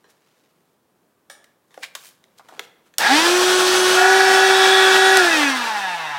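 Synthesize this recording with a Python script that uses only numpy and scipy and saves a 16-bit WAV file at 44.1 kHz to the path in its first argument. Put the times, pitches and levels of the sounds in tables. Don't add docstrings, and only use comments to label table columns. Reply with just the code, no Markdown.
import sys
import numpy as np
from scipy import signal
from scipy.fft import rfft, irfft
from scipy.io import wavfile
from scipy.ndimage import uniform_filter1d

SR = 44100
rng = np.random.default_rng(int(sys.argv[2]) if len(sys.argv) > 2 else 0)


def digitize_waveform(pressure):
    field = np.atleast_2d(pressure).T
    bounded = np.clip(field, -1, 1)
    quanta = np.round(bounded * 32767).astype(np.int16)
    wavfile.write(sys.argv[1], SR, quanta)


N = 272538
TIME = np.arange(N) / SR
ON_S, OFF_S = 2.984, 5.172
GRAZE_S, GRAZE_WIDTH_S = 4.786, 0.38


def undb(db):
    return 10 ** (np.asarray(db) / 20)


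def unit(x):
    return x / np.sqrt(np.mean(x ** 2))


def since(start_s):
    return np.maximum(TIME - start_s, 0)


def bell(centre_s, width_s):
    return np.exp(-((TIME - centre_s) / width_s) ** 2)


def walk(rate_hz):
    steps = rng.standard_normal(4096)
    return unit(np.interp(TIME * rate_hz, np.arange(len(steps)), steps))


def colour(x, points):
    hz, db = np.transpose(points)
    bins_hz = np.fft.rfftfreq(2 * N, 1 / SR)
    gain = undb(np.interp(np.log(bins_hz + 1), np.log(hz), db))
    return irfft(rfft(x, 2 * N) * gain)[:N]


def resonate(x, modes):
    out = 0
    for hz, width_hz, db in modes:
        b, a = signal.iirpeak(hz, hz / width_hz, fs=SR)
        out = out + undb(db) * signal.lfilter(b, a, x)
    return out


def edge(x, hz, kind, order=2):
    return signal.sosfilt(signal.butter(order, hz, kind, fs=SR, output="sos"), x)


def room(x, t60_s=0.66, dull_hz=3240):
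    t = TIME[:SR // 2]
    noise = rng.standard_normal(len(t))
    low = edge(noise, dull_hz, "low", order=1)
    tail = low * undb(-60 * t / t60_s) + 2.4 * (noise - low) * undb(-60 * t / (0.38 * t60_s))
    tail = tail * (t > .004)
    return signal.fftconvolve(x, tail / np.sqrt(np.sum(tail ** 2)))[:N]


def room_tone(level_db=-65, handling_db=3):
    # frequency_hz, density_db
    still_room = [(30, -41), (90, -19), (170, -9), (300, -10), (450, -10.5), (750, -15), (1200, -17.5),
                  (2400, -27.5), (6000, -32), (15000, -31.5)]
    moving = np.clip((TIME - 1.6) / 0.7, 0, 1)
    noise = unit(colour(rng.standard_normal(N), still_room))
    return noise * undb(level_db + handling_db * moving + 0.54 * walk(4.9))


def clicks(body_ring=1.93, treble_ring=0.87):
    # start_s, level_db, body_hz, body_db, treble_db, mid_t60_s, room_db
    blows = [(0.042, -43.5, 445, 3, -11, 0.023, 8), (1.299, -28, 643, -7, -2.5, 0.03, 5),
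             (1.442, -40, 700, -22, 1, 0.022, -3), (1.707, -48.5, 600, -1, -23, 0.018, 12),
             (1.742, -38.5, 700, -5, -2, 0.026, 3), (1.776, -23.5, 480, 8.5, -6, 0.016, -1),
             (1.951, -19, 990, -9, 0.5, 0.039, -2), (2.063, -45, 910, -23, 10, .015, 0),
             (2.240, -41, 900, -21, -5.5, 0.013, -3), (2.394, -33.5, 930, 13, -20, 0.042, -8),
             (2.486, -35.5, 910, 2.5, 0, 0.064, -1), (2.523, -33, 530, 16, -20, 0.032, -3),
             (2.548, -44, 950, 4, -1, 0.019, -3), (2.578, -38, 503, 10, -20, 0.02, 11),
             (2.5935, -15, 584, -9, -6, 0.018, -5), (2.939, -40, 660, -21, -10, 0.014, 0),
             (2.9829, -2.5, 1010, -7, 12, 0.014, 0), (5.171, -2, 935, -12, 9, 0.0087, -14)]
    # pitch_hz, width_hz, gain_db
    plastic_modes = [(1860, 450, 14), (3200, 1400, 5), (5470, 990, -3), (6900, 2800, 1.5), (9550, 380, -43)]
    direct, to_room = np.zeros(N + SR), np.zeros(N + SR)
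    t = TIME[:SR // 5]
    for start_s, level_db, body_hz, body_db, treble_db, mid_t60_s, room_db in blows:
        crackle = rng.standard_normal(len(t))
        ring = resonate(crackle, plastic_modes)
        body = [(body_hz, 0.9 * body_hz, 0)]
        fade_db = -60 * t / mid_t60_s
        thud = unit(resonate(resonate(crackle, body), body)) * undb(body_db + fade_db / body_ring)
        mid = unit(edge(edge(ring, 1870, "high"), 5200, "low")) * undb(fade_db)
        treble = unit(edge(ring, 3260, "high")) * undb(treble_db + fade_db / treble_ring)
        attack = 1 - np.exp(-t / 0.00033)
        blow = edge((thud + mid + treble) * attack, 315, "high", order=4)
        peak_rms = np.sqrt(uniform_filter1d(blow ** 2, size=88).max())
        blow = blow * undb(level_db - 7.0) / peak_rms
        at = int(start_s * SR)
        direct[at:at + len(t)] += blow
        to_room[at:at + len(t)] += blow * undb(room_db)
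    return direct[:N] + undb(-4.5) * room(to_room[:N])


def rubs(grain_db=3.0):
    # peak_s, level_db, rise_s, fall_s, centre_hz, width_hz
    strokes = [(0.104, -52.5, 0.0096, 0.011, 2400, 6700), (.37, -66, 0.55, 0.25, 1190, 3000),
               (1.835, -28, 0.0053, 0.015, 2320, 1290), (1.845, -53, 0.064, 0.021, 5000, 9000),
               (2.06, -44, 0.045, 0.034, 3950, 11400), (2.384, -50, 0.0053, 0.0084, 4480, 7000),
               (2.55, -51, 0.094, 0.081, 730, 890), (2.64, -50, 0.023, 0.026, 2900, 1800),
               (2.87, -57, 0.012, .014, 1500, 3500)]
    out = 0
    for peak_s, level_db, rise_s, fall_s, centre_hz, width_hz in strokes:
        grains = rng.standard_normal(N) * undb(grain_db * walk(500))
        swell = np.exp(-np.maximum((peak_s - TIME) / rise_s, (TIME - peak_s) / fall_s))
        out = out + undb(level_db) * swell * unit(resonate(grains, [(centre_hz, width_hz, 0)]))
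    return out + undb(-11.0) * room(out)


def metal_ring(tap_s=1.298, gain_db=-50):
    # pitch_hz, level_db, t60_s
    partials = [(3020, -12, .15), (3806, -3, 0.18), (5330, -7, 0.15), (7000, -6, 0.41), (8950, 2, 0.33),
                (9080, -7, 0.25), (10470, -9, 0.37)]
    t = since(tap_s)
    ring = sum(undb(db - 60 * t / t60_s) * np.sin(2 * np.pi * hz * t) for hz, db, t60_s in partials)
    return undb(gain_db) * ring


def shaft_speed(cruise_hz=368.3, step_hz=15.4, sag_hz=3.0, spin_up_s=0.103, coast_s=1.13, drag=0.238):
    stepped = (1 + np.tanh((TIME - 4.025) / .06)) / 2
    driven_hz = cruise_hz + step_hz * stepped - sag_hz * bell(GRAZE_S, GRAZE_WIDTH_S)
    run_up = 1 - np.exp(-since(ON_S) / spin_up_s)
    friction = np.exp(-since(OFF_S) / coast_s)
    return driven_hz * run_up * friction / (1 + drag * (1 - friction))


def motor_states(strain_rise_s=0.052, strain_fall_s=0.19, loose_s=3.96, loosen_s=0.018, release_s=0.14):
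    age_s = since(ON_S)
    strain = (1 - np.exp(-age_s / strain_rise_s)) * np.exp(-age_s / strain_fall_s)
    loose = np.clip(since(loose_s) / loosen_s, 0, 1)
    driven = np.exp(-since(OFF_S) / release_s)
    return strain / strain.max(), 1 - loose, loose * driven, 1 - driven


def motor_gain(hz, strain_db, smooth_db, whirl_db, coast_db, power):
    strain, smooth, whirling, coasting = motor_states()
    state = smooth * undb(smooth_db) + whirling * undb(whirl_db) + coasting * undb(coast_db)
    return np.hypot(strain * undb(strain_db), state * (hz / hz.max()) ** power)


def near_critical(hz, critical_hz=301.3, width_hz=36):
    return np.exp(-((hz - critical_hz) / width_hz) ** 2)


def orders(turn, strengths_db, slow_db, rough):
    out = 0
    for order, db in enumerate(strengths_db, start=3):
        angle = order * turn + rng.uniform(0, 2 * np.pi) + rough * walk(60)
        out = out + undb(db + slow_db * walk(6.5)) * (1 + rough * walk(50)) * np.sin(angle)
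    return out


def rattle(turn, modes, low_hz, high_hz):
    scrape = rng.standard_normal(N) * (1 + np.cos(turn))
    ring = edge(resonate(scrape, modes), low_hz, "high", order=4)
    return unit(edge(ring, high_hz, "low", order=4))


def hum(turn, hz, strain_db=5, coast_db=-1.0):
    # speed_hz, level_db
    radiation = [(60, -92), (135, -49), (222, -43.5), (243, -31.5), (275, -19.5), (300, -18), (328, -25.5),
                 (358, -16), (382, -15)]
    strain, _, _, coasting = motor_states()
    radiated_db = np.interp(hz, *np.transpose(radiation))
    first = undb(radiated_db + strain_db * strain + coast_db * coasting + .5 * walk(12))
    second = motor_gain(hz, strain_db=-48, smooth_db=-29.5, whirl_db=-17.5, coast_db=-33.5, power=2.86)
    return first * np.sin(turn) + second * undb(1.2 * walk(25)) * np.sin(2 * turn)


def whine(turn):
    # order, level_db
    order_levels = [(3, -9), (4, -4), (5, -7), (6, -6), (7, -2), (8, -5), (9, -4), (10, -5), (11, -7),
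                    (12, -5), (13, -8), (14, -1), (15, -4), (16, -2), (18, -1), (20, -6), (21, -1),
                    (22, -1), (24, -6), (25, -2), (26, -9), (27, 0), (28, -2), (31, -7), (41, -14)]
    strengths_db = np.interp(np.arange(3, 42), *np.transpose(order_levels))
    return orders(turn, strengths_db, slow_db=2, rough=.2)


def air(turn, depth=0.17, gust_db=1.3):
    return rng.standard_normal(N) * (1 + depth * np.cos(turn)) * undb(gust_db * walk(28))


def fan(turn, hz, rush_db=13.0, vents_db=-4, critical_db=3, coast_whine_db=-3):
    # frequency_hz, gain_db
    housing = [(25, -40), (70, -35), (200, -15), (300, -7.5), (480, -6), (700, -1), (1150, -2.5), (1470, 0),
               (2000, -9), (3400, -4), (5900, -10.5), (6400, -13.5), (8200, -14.5), (15500, -28.5)]
    # pitch_hz, width_hz, gain_db
    vent_modes = [(5300, 150, -13), (6000, 210, 8), (7300, 77, -5), (8400, 150, 1), (9400, 90, -22),
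                  (11000, 50, -8)]
    flow = motor_gain(hz, strain_db=-24, smooth_db=-21.0, whirl_db=-24.0, coast_db=-23, power=2.43)
    flow = flow * undb(critical_db * near_critical(hz))
    *_, coasting = motor_states()
    tones = undb(coast_whine_db * coasting) * (hz / hz.max()) ** 1.4 * whine(turn)
    through_housing = colour(tones + undb(rush_db) * air(turn), housing)
    return flow * (through_housing + undb(vents_db) * resonate(air(turn), vent_modes))


def bearing_chatter(turn, hz, scrape=0.03):
    # pitch_hz, width_hz, gain_db
    mount_modes = [(840, 208, 1.5), (1210, 900, -9.5), (1713, 270, 0.5), (2480, 480, -16), (3590, 167, -1),
                   (5300, 280, -5), (7500, 400, -26)]
    gain = motor_gain(hz, strain_db=-22, smooth_db=-32, whirl_db=-26.5, coast_db=-27.5, power=0.88)
    knocks = orders(turn, np.zeros(44), slow_db=2, rough=.5)
    knocks = edge(knocks, 3300, "low", order=4) * np.sqrt(hz / hz.max())
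    growl = resonate(knocks + scrape * rng.standard_normal(N), mount_modes)
    return gain * edge(growl, 630, "high", order=6)


def shell_rattle(turn, hz):
    # pitch_hz, width_hz, gain_db
    shell_modes = [(858, 44, 1), (1449, 130, 4), (1672, 55, 13), (2280, 210, -1)]
    shaking = motor_gain(hz, strain_db=-31, smooth_db=-27, whirl_db=-16.5, coast_db=-16.5, power=2.3)
    kick = undb(-14.5) * bell(centre_s=3.075, width_s=0.046)
    return np.hypot(shaking, kick) * rattle(turn, shell_modes, low_hz=650, high_hz=2640)


def brush_hiss(turn, hz):
    # pitch_hz, width_hz, gain_db
    brush_modes = [(2550, 980, -18.5), (4500, 900, 20.5), (5320, 350, 15.5)]
    sliding = motor_gain(hz, strain_db=-27.5, smooth_db=-36.5, whirl_db=-28, coast_db=-32.5, power=1.5)
    return sliding * rattle(turn, brush_modes, low_hz=2240, high_hz=6060)


def shudder(turn, hz, gain_db=-19, coast_db=-4.0):
    # pitch_hz, width_hz, gain_db
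    case_modes = [(2010, 160, 7.5), (2520, 93, 4), (3120, 300, -10)]
    knocks = orders(turn, np.zeros(10), slow_db=1, rough=.3)
    ring = edge(resonate(knocks, case_modes), 2250, "high")
    *_, coasting = motor_states()
    return undb(gain_db + coast_db * coasting) * near_critical(hz) * ring


def whirl(turn, gain_db=-17, damped_db=-7, wobble_rad=0.36, flicker_db=3):
    # multiple of the shaft speed, level_db
    whirl_tones = [(1.93, -4.5), (2.19, -13), (2.51, -12), (3.855, 1), (4.39, -11), (5.06, -10)]
    tones = sum(undb(db + flicker_db * walk(21.89)) * np.sin(multiple * turn + wobble_rad * walk(25))
                for multiple, db in whirl_tones)
    _, _, whirling, _ = motor_states()
    grazing = bell(centre_s=4.78, width_s=0.34)
    return whirling * undb(gain_db + damped_db * grazing) * tones


def plate_rasp(turn, level_db=-18):
    # pitch_hz, width_hz, gain_db
    plate_modes = [(3440, 88, -12), (3390, 61, 4), (3660, 180, -3)]
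    rasp = rattle(turn, plate_modes, low_hz=2880, high_hz=4180)
    return undb(level_db) * bell(GRAZE_S, GRAZE_WIDTH_S) * rasp


def hollow_body(turn, hz, gain_db=-26, scrape=0.84):
    # pitch_hz, width_hz, gain_db
    cavity_modes = [(855, 140, 11.5), (2620, 150, -1), (5570, 150, -8.5)]
    knocks = unit(orders(turn, np.zeros(22), slow_db=1, rough=.5))
    ring = resonate(knocks + scrape * rng.standard_normal(N), cavity_modes)
    *_, coasting = motor_states()
    gain = undb(gain_db) * coasting * (hz / hz.max()) ** 1.11
    return gain * unit(edge(ring, 840, "high", order=4))


def vacuum():
    hz = shaft_speed()
    turn = 2 * np.pi * np.cumsum(hz * (1 + 0.001288 * walk(14))) / SR
    started = np.clip((TIME - ON_S) / 0.0038, 0, 1)
    bearing = bearing_chatter(turn, hz) + whirl(turn) + plate_rasp(turn)
    body = shell_rattle(turn, hz) + shudder(turn, hz) + hollow_body(turn, hz)
    direct = started * (fan(turn, hz) + brush_hiss(turn, hz) + bearing + body)
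    return started * hum(turn, hz) + direct + undb(-10.0) * room(direct)


def scene():
    mono = vacuum() + clicks() + metal_ring() + rubs() + room_tone()
    return np.array([mono, mono])


def record(dry, top_hz=15900):
    top_cut = signal.ellip(10, .1, 80, top_hz, fs=SR, output="sos")
    return signal.sosfilt(top_cut, np.clip(dry, -1, 1))


dry = scene()
out = record(dry)
digitize_waveform(out)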